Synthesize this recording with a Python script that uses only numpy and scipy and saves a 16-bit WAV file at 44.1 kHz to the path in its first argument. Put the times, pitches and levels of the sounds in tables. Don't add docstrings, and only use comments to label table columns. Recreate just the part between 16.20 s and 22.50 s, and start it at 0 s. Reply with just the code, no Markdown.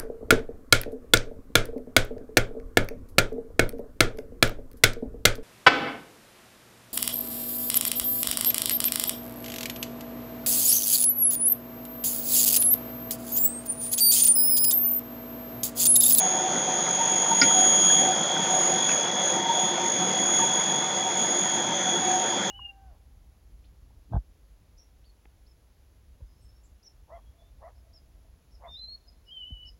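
import sys
import numpy as np
from scipy import signal
from scipy.fft import rfft, irfft, next_fast_len
from scipy.io import wavfile
from scipy.ndimage import uniform_filter1d, map_coordinates

SR = 44100
rng = np.random.default_rng(int(sys.argv[2]) if len(sys.argv) > 2 else 0)


def generate_wav(sig):
    pcm = np.round(np.clip(np.atleast_2d(sig).T, -1, 1) * 32767).astype(np.int16)
    wavfile.write(sys.argv[1], SR, pcm)


def amplitude_ratio(level_db):
    exponent = np.asarray(level_db, float) / 20
    return 10 ** exponent


N = 277830
T = np.arange(N) / SR


def unit(x):
    return x / np.sqrt(np.mean(np.abs(x) ** 2) + 1e-20)


def curves(rows):
    seconds, *columns = np.transpose(rows)
    return [np.interp(T, seconds, column) for column in columns]


def wobble(rate):
    knots = rng.standard_normal(int(N * rate / SR) + 4)
    return map_coordinates(knots, [T * rate])


def filtered(x, response):
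    m = next_fast_len(N + 8192)
    return irfft(rfft(x, m) * response(np.fft.rfftfreq(m, 1 / SR)), m)[:N]


def bell(hz, centre_hz, width_hz):
    return 1 / np.sqrt(1 + (2 * (hz - centre_hz) / width_hz) ** 2)


def rush(spectrum, patchy_db):
    cells = signal.stft(rng.standard_normal(N), nperseg=512)[2]
    field = uniform_filter1d(rng.standard_normal(cells.shape), size=5, axis=0)
    field = uniform_filter1d(field, size=10, axis=1)
    noise = signal.istft(cells * amplitude_ratio(patchy_db * unit(field)), nperseg=512)[1][:N]
    at_hz, at_db = np.transpose(spectrum)

    def colour(hz):
        return amplitude_ratio(np.interp(np.log(hz + 1), np.log(at_hz), at_db, -120, -120))

    return unit(filtered(noise, colour))


def tone(hz, drift, rough, phase=None):
    flutter = rough * (1.42 * wobble(16) + wobble(40) + .5 * wobble(250))
    start = 2 * np.pi * rng.random() if phase is None else phase
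    angle = 2 * np.pi * hz * T + start + drift * wobble(3) + rough * wobble(60)
    return np.sqrt(2) * (1 + flutter) * np.sin(angle)


def passing(events, hz, width_hz):
    total_db = 0 * T
    for s, at_hz, db, spread_s in events:
        if abs(hz - at_hz) < 3 * width_hz:
            off_pitch, off_time = (hz - at_hz) / width_hz, (T - s) / spread_s
            total_db += db * np.exp(-.5 * off_pitch ** 2 - .5 * off_time ** 2)
    return total_db


def whine():
    carrier_hz, drive_hz = 3349.55, 23.92
    node_width_hz = 16
    haze_follows = 0.58
    sidebands = [(1, -5), (1, -1), (1, 1), (1, 5), (2, -2), (2, 0), (2, 2)]
    shares_db = [-5, -3, -4, -6.5, -3.5, -0.5, -10.5]
    # pitch in Hz, rms in dB away from any node.
    slots = [(6154, -58), (6202.4, -39.5), (6381, -42), (6487, -50), (6593.5, -40), (6795, -55),
             (6808, -56), (6912, -56), (7196.3, -50)]
    # time in seconds, level in dB around the carrier,
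    # level in dB around its double.
    whine_levels = [(0.0, -40, -22.5), (0.26, -38.5, -30.5), (1.21, -35, -23), (1.26, -29.5, -19.5),
                    (1.58, -29.5, -18), (1.75, -24.5, -18.5), (1.93, -33, -28.5), (2.17, -30, -32.5),
                    (2.39, -36.5, -22.5), (2.47, -39, -24), (2.63, -29.5, -28), (2.72, -34, -23.5),
                    (2.91, -31.5, -35), (3.09, -34, -26), (3.26, -32, -37.5), (3.4, -30, -25.5),
                    (3.58, -36, -36), (3.67, -35.5, -26.5), (3.91, -33, -30.5), (4.16, -30.5, -22.5),
                    (4.74, -34.5, -32.5), (5.19, -35, -25), (5.51, -33.5, -34), (5.74, -29.5, -29.5),
                    (5.88, -37.5, -27.5), (6.3, -33.5, -35)]
    # middle in seconds, tone in Hz,
    # change in dB (within the carrier groups before their overall level is set), time spread in seconds.
    nodes = [(0.0, 6699, -16, 0.18), (0.05, 6202, -9, 0.21), (1.22, 6202, -6, 0.12),
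             (2.45, 6381, -14, 0.04), (0.48, 3373, -17, 0.3), (0.64, 6699, -14, 0.045),
             (0.6, 6381, -15, 0.55), (0.68, 7196, -13, 0.65), (1.65, 6381, -14, 0.12),
             (1.62, 3469, -10, 0.34), (1.96, 6699, -15, 0.077), (2.0, 6652, -12.5, 0.47),
             (2.12, 6699, -14, 0.04), (2.28, 6747, -16, 0.044), (2.22, 6594, -14, 0.1),
             (2.45, 6202, -9, 0.21), (2.4, 3326, -9, 0.039), (2.45, 3469, -6, 0.07), (2.8, 3469, -10, 0.05),
             (3.2, 3469, -8, 0.055), (3.25, 6202, -9, 0.068), (2.56, 6699, -19, 0.055),
             (2.6, 6652, -23, 0.069), (2.8, 6699, -16, 0.085), (3.04, 3230, -13, 0.31),
             (2.95, 6202, -10, 0.05), (3.08, 3373, -20, 0.054), (3.3, 7196, -12, 0.35),
             (3.15, 6381, -12, 0.04), (3.45, 6652, -12, 0.1), (3.53, 3373, -10, 0.12),
             (3.5, 6381, -16, 0.1), (3.8, 6381, -16, 0.1), (3.72, 3326, -18, 0.075), (3.4, 6594, -20, 0.07),
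             (3.68, 6747, -22, 0.1), (3.81, 6699, -20, 0.07), (3.95, 6202, -12, 0.16),
             (4.1, 3469, -9, 0.22), (4.16, 6652, -9.5, 0.14), (4.22, 6747, -14, 0.12),
             (4.4, 3230, -27, 0.39), (4.2, 6594, -18, 0.25), (4.85, 6594, -16, 0.13),
             (4.74, 6699, -20, 0.08), (4.8, 6381, -18, 0.25), (4.95, 6202, -17, 0.3),
             (5.95, 6699, -12, 0.04), (5.42, 6652, -14, 0.1), (5.52, 6699, -9, 0.1),
             (5.48, 3373, -11, 0.12), (5.64, 6652, -20, 0.045), (5.78, 3230, -24, 0.08),
             (5.78, 6381, -16, 0.069), (5.75, 6699, -14, 0.04), (5.62, 6202, 4, 0.07),
             (5.81, 6202, -15, 0.04), (5.88, 3326, -9, 0.07), (5.5, 6594, -22, 0.2), (6.1, 6594, -14, 0.25),
             (5.9, 7196, -10, 0.089), (5.92, 3469, -9, 0.095), (6.15, 6381, -18, 0.05),
             (6.1, 6202, -13, 0.14), (6.2, 3326, -18, 0.058)]

    out, levels_db = 0, curves(whine_levels)
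    path = 1.34 * wobble(1.99)
    for k, haze_db, haze_hz in [(1, -23.5, 200), (2, -23.0, 180)]:
        group = [(n, k * carrier_hz + n * drive_hz, db)
                 for (m, n), db in zip(sidebands, shares_db) if m == k]
        gains = amplitude_ratio([db + passing(nodes, hz, node_width_hz) + .7 * wobble(4.7) for n, hz, db in group])
        gains = gains * amplitude_ratio(levels_db[k - 1]) / np.sqrt(np.sum(gains ** 2, axis=0))
        for (n, hz, db), gain in zip(group, gains):
            phase = k * path + np.pi / 2 * (n != 0)
            out = out + gain * tone(hz, drift=1.2 / k ** 1.5, rough=.08, phase=phase)
        haze = filtered(rng.standard_normal(N), lambda hz: bell(hz, k * carrier_hz, haze_hz) ** 2)
        out = out + amplitude_ratio(haze_db + haze_follows * levels_db[k - 1]) * unit(haze)
    for hz, db in slots:
        level_db = db + passing(nodes, hz, node_width_hz) + 1.1 * wobble(3.9)
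        out = out + amplitude_ratio(level_db) * tone(hz, drift=1.0, rough=0.14)
    return out


def gearbox():
    # centre in Hz, width in Hz (the noise is set three times as wide), rms in dB between flares.
    mesh_bands = [(748, 21, -40), (922, 18, -42), (571, 24, -46.5), (351, 12, -49.5)]
    # middle in seconds, band in Hz, gain in dB, time spread in seconds.
    flares = [(0.58, 571, 8, 0.09), (0.3, 748, 5.5, 0.3), (0.84, 922, 10, 0.16), (1.13, 922, 12, 0.04),
              (1.4, 748, 13, 0.059), (1.3, 922, 9, 0.037), (1.55, 922, 8, 0.027), (1.88, 748, 11, 0.078),
              (2.12, 748, 11, 0.025), (2.32, 922, 8.5, 0.035), (2.36, 748, 10.5, 0.061),
              (3.06, 571, 11, 0.06), (3.3, 922, 15, 0.11), (3.39, 748, 16, 0.025), (3.66, 922, 9, 0.05),
              (3.5, 351, 8.5, 0.32), (3.87, 748, 12, 0.047), (4.24, 922, 13.5, 0.039), (4.3, 351, 4, 0.2),
              (4.88, 748, 7, 0.017), (5.7, 351, 7.5, 0.59), (4.9, 922, 7, 0.018), (5.92, 748, 10.5, 0.1),
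              (6.14, 922, 8, 0.05)]

    out = 0
    for hz, width_hz, db in mesh_bands:
        fuzz = unit(filtered(rng.standard_normal(N), lambda f: bell(f, hz, 3 * width_hz) ** 2))
        level_db = db + passing(flares, hz, 60) + 2.1 * wobble(22)
        out = out + amplitude_ratio(level_db) * unit(tone(hz, drift=2.2, rough=.32) + .8 * fuzz)
    return out


def drone():
    # time in seconds, body level in dB (trimmed slightly below).
    nearness = [(0.0, -38.5), (0.17, -39), (1.51, -36), (2.03, -37), (2.42, -35.5), (3.19, -37.5),
                (3.77, -36.5), (5.28, -37.5), (6.3, -36.5)]
    # frequency in Hz, relative dB per Hz.
    rumble_spectrum = [(15, -67.5), (25, -29), (65, -33), (81, -25), (178, -3.5), (252, -6.5), (346, -8),
                       (468, -7.5), (695, -5.5), (740, -6), (814, -7.5), (939, -7.5), (1100, -17),
                       (1430, -60), (2420, -120)]
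    body_spectrum = [(700, -30), (900, -0.5), (1100, -1), (1450, 1), (2000, -0.5), (2400, -4), (2800, -9.5),
                     (3300, -6.5), (3900, -29.5)]
    hiss_spectrum = [(2800, -30), (3500, 2.5), (4400, -2), (5000, -1), (5700, -1), (6300, 4), (6900, -1.5),
                     (7300, -1.5), (7600, -58)]
    # centre in Hz, width in Hz, gain in dB of each taken alone.
    housing = [(190, 41, 1), (351.5, 16, 7), (515.4, 20, 5), (767, 8.1, 9)]

    def casing(hz):
        return 1 + sum((amplitude_ratio(db) - 1) * bell(hz, centre, width) ** 2 for centre, width, db in housing)

    body_db, = curves(nearness)
    mean_db = body_db.mean()
    swing_db = body_db - mean_db
    rumble = unit(filtered(rush(rumble_spectrum, patchy_db=2.0), casing))
    load_db = 0.1 * wobble(13)
    rumble = amplitude_ratio(mean_db + 4.5 + 0.25 * swing_db + load_db) * rumble
    body = amplitude_ratio(body_db - 0.22 + load_db) * rush(body_spectrum, patchy_db=1.6)
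    hiss = amplitude_ratio(mean_db - 5 + 0.91 * swing_db) * rush(hiss_spectrum, patchy_db=1.5)
    return rumble + body + hiss


def knocks():
    # start in seconds, ring gain in dB, clatter gain in dB, dulling in dB per octave above 3 kHz.
    blows = [(1.214, 0, -21, 0), (1.2252, -13, -25, 0), (2.688, -44, -25, 22), (2.713, -42, -27, 14)]
    # pitch in Hz, relative level in dB, time to fall 60 dB in seconds.
    part = [(272, -11.5, .1), (1428, -8, .07), (1890, -17, .09), (2100, -18, .1), (2295, -18, .09),
            (4705, -9, .025), (4990, 7, .014), (5136, -7, .02), (5480, -14, .03), (5725, -19, .04)]
    # frequency in Hz, relative dB per Hz.
    clatter_spectrum = [(900, -20), (1400, -5), (2300, 0), (3200, -11), (4200, -7), (5100, -1), (5900, -7),
                        (6600, -25)]

    out, t = np.zeros(N), T[:SR // 4]
    grains = unit(amplitude_ratio(3 * wobble(400)))
    clatter = rush(clatter_spectrum, patchy_db=1.5) * grains
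    for s, ring_db, clatter_db, dull_db in blows:
        at, blow, ring = round(s * SR), np.zeros(N), 0
        for hz, db, t60 in part:
            decay = amplitude_ratio(db + rng.normal(0, 1.0) - 60 * t / t60)
            ring = ring + decay * np.sin(2 * np.pi * hz * t) * (1 - np.exp(-t * hz / 4))
        burst = (amplitude_ratio(-60 * t / .07) + .2 * amplitude_ratio(-60 * t / .22)) * clatter[at:at + len(t)]
        onset = 1 - np.exp(-t / .0028)
        blow[at:at + len(t)] = (amplitude_ratio(ring_db) * ring + amplitude_ratio(clatter_db) * burst) * onset
        out += filtered(blow, lambda hz: amplitude_ratio(-dull_db * np.log2(np.maximum(hz / 3000, 1))))
    return out


def rattle():
    # start in seconds, peak in dB before the buzz, pitch in Hz.
    clear = [(1.3, -30.5, 1330), (1.44, -30, 1536), (1.52, -31, 1170), (1.65, -31, 1310),
             (1.775, -31.5, 1900), (1.81, -33, 2080), (2.04, -34, 1390), (2.156, -31, 1510),
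             (2.691, -33, 2600), (2.731, -31, 1690)]
    panel_hz = [1198, 1464, 1680, 2032]
    faintest_db, t60_s, rise_s = -42, 0.087, 0.0043

    draw = rng.random((260, 4))
    panel = (draw[:, 1] * len(panel_hz)).astype(int)
    faint_hz = np.take(panel_hz, panel) * (1 + 0.091 * (draw[:, 2] - .5))
    faint_db = faintest_db - 1.98 * np.log(draw[:, 3] + 1e-3)
    faint = np.transpose([draw[:, 0] * T[-1], faint_db, faint_hz])
    out, t = np.zeros(N + SR), T[:SR // 8]
    shape = amplitude_ratio(-60 * t / t60_s) * (1 - np.exp(-t / rise_s))
    shape = shape / shape.max()
    buzz = .6 + .8 * wobble(350)
    for s, db, hz in [*clear, *faint]:
        out[round(s * SR):][:len(t)] += amplitude_ratio(db) * shape * np.sin(2 * np.pi * hz * t)
    return out[:N] * buzz


def scene():
    return (whine() + gearbox() + drone() + knocks() + rattle())[None]


def top_cut(x):
    return signal.sosfilt(signal.butter(12, 15660, fs=SR, output="sos"), x)


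def record(dry):
    # mirrored 1 or shifted 0, the Hz that a tone is subtracted from (mirrored)
    # or moved by (shifted), gain in dB at 6700 Hz, slope in dB per kHz.
    images = [(1, 16000, -21.5, 18.5), (0, 3900, -30, 5), (0, -3900, -32.5, 2), (1, 19900, -44, 17),
              (0, 7800, -42.5, 12)]
    # time in seconds, height in dB.
    tick_s, tick_db = (2.1501, -27)

    m = 2 * N
    z, hz = rfft(dry[0], m), np.fft.rfftfreq(m, 1 / SR)
    z = z * np.clip((7700 - hz) / 450, 0, 1) ** 2
    out = z.copy()
    top = np.flatnonzero((hz > 5200) & (hz < 7700))
    for mirrored, about_hz, db, slope in images:
        leak = z[top] * amplitude_ratio(db + slope * (hz[top] - 6700) / 1000)
        shift = round(round(about_hz / 100) * 100 * m / SR)
        if mirrored:
            out[shift - top] += np.conj(leak)
        else:
            out[shift + top] += leak
    low = np.flatnonzero((hz > 3000) & (hz < 3600))
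    out[round(16000 * m / SR) - low] += amplitude_ratio(-53) * np.conj(z[low])
    floor = rush([(6000, 0), (8500, 0), (11000, -10), (15500, -13)], patchy_db=3)
    x = irfft(out, m)[:N] + amplitude_ratio(-78) * floor
    x[round(tick_s * SR)] += amplitude_ratio(tick_db)
    return top_cut(x[None])


dry = scene()
out = record(dry)
generate_wav(out)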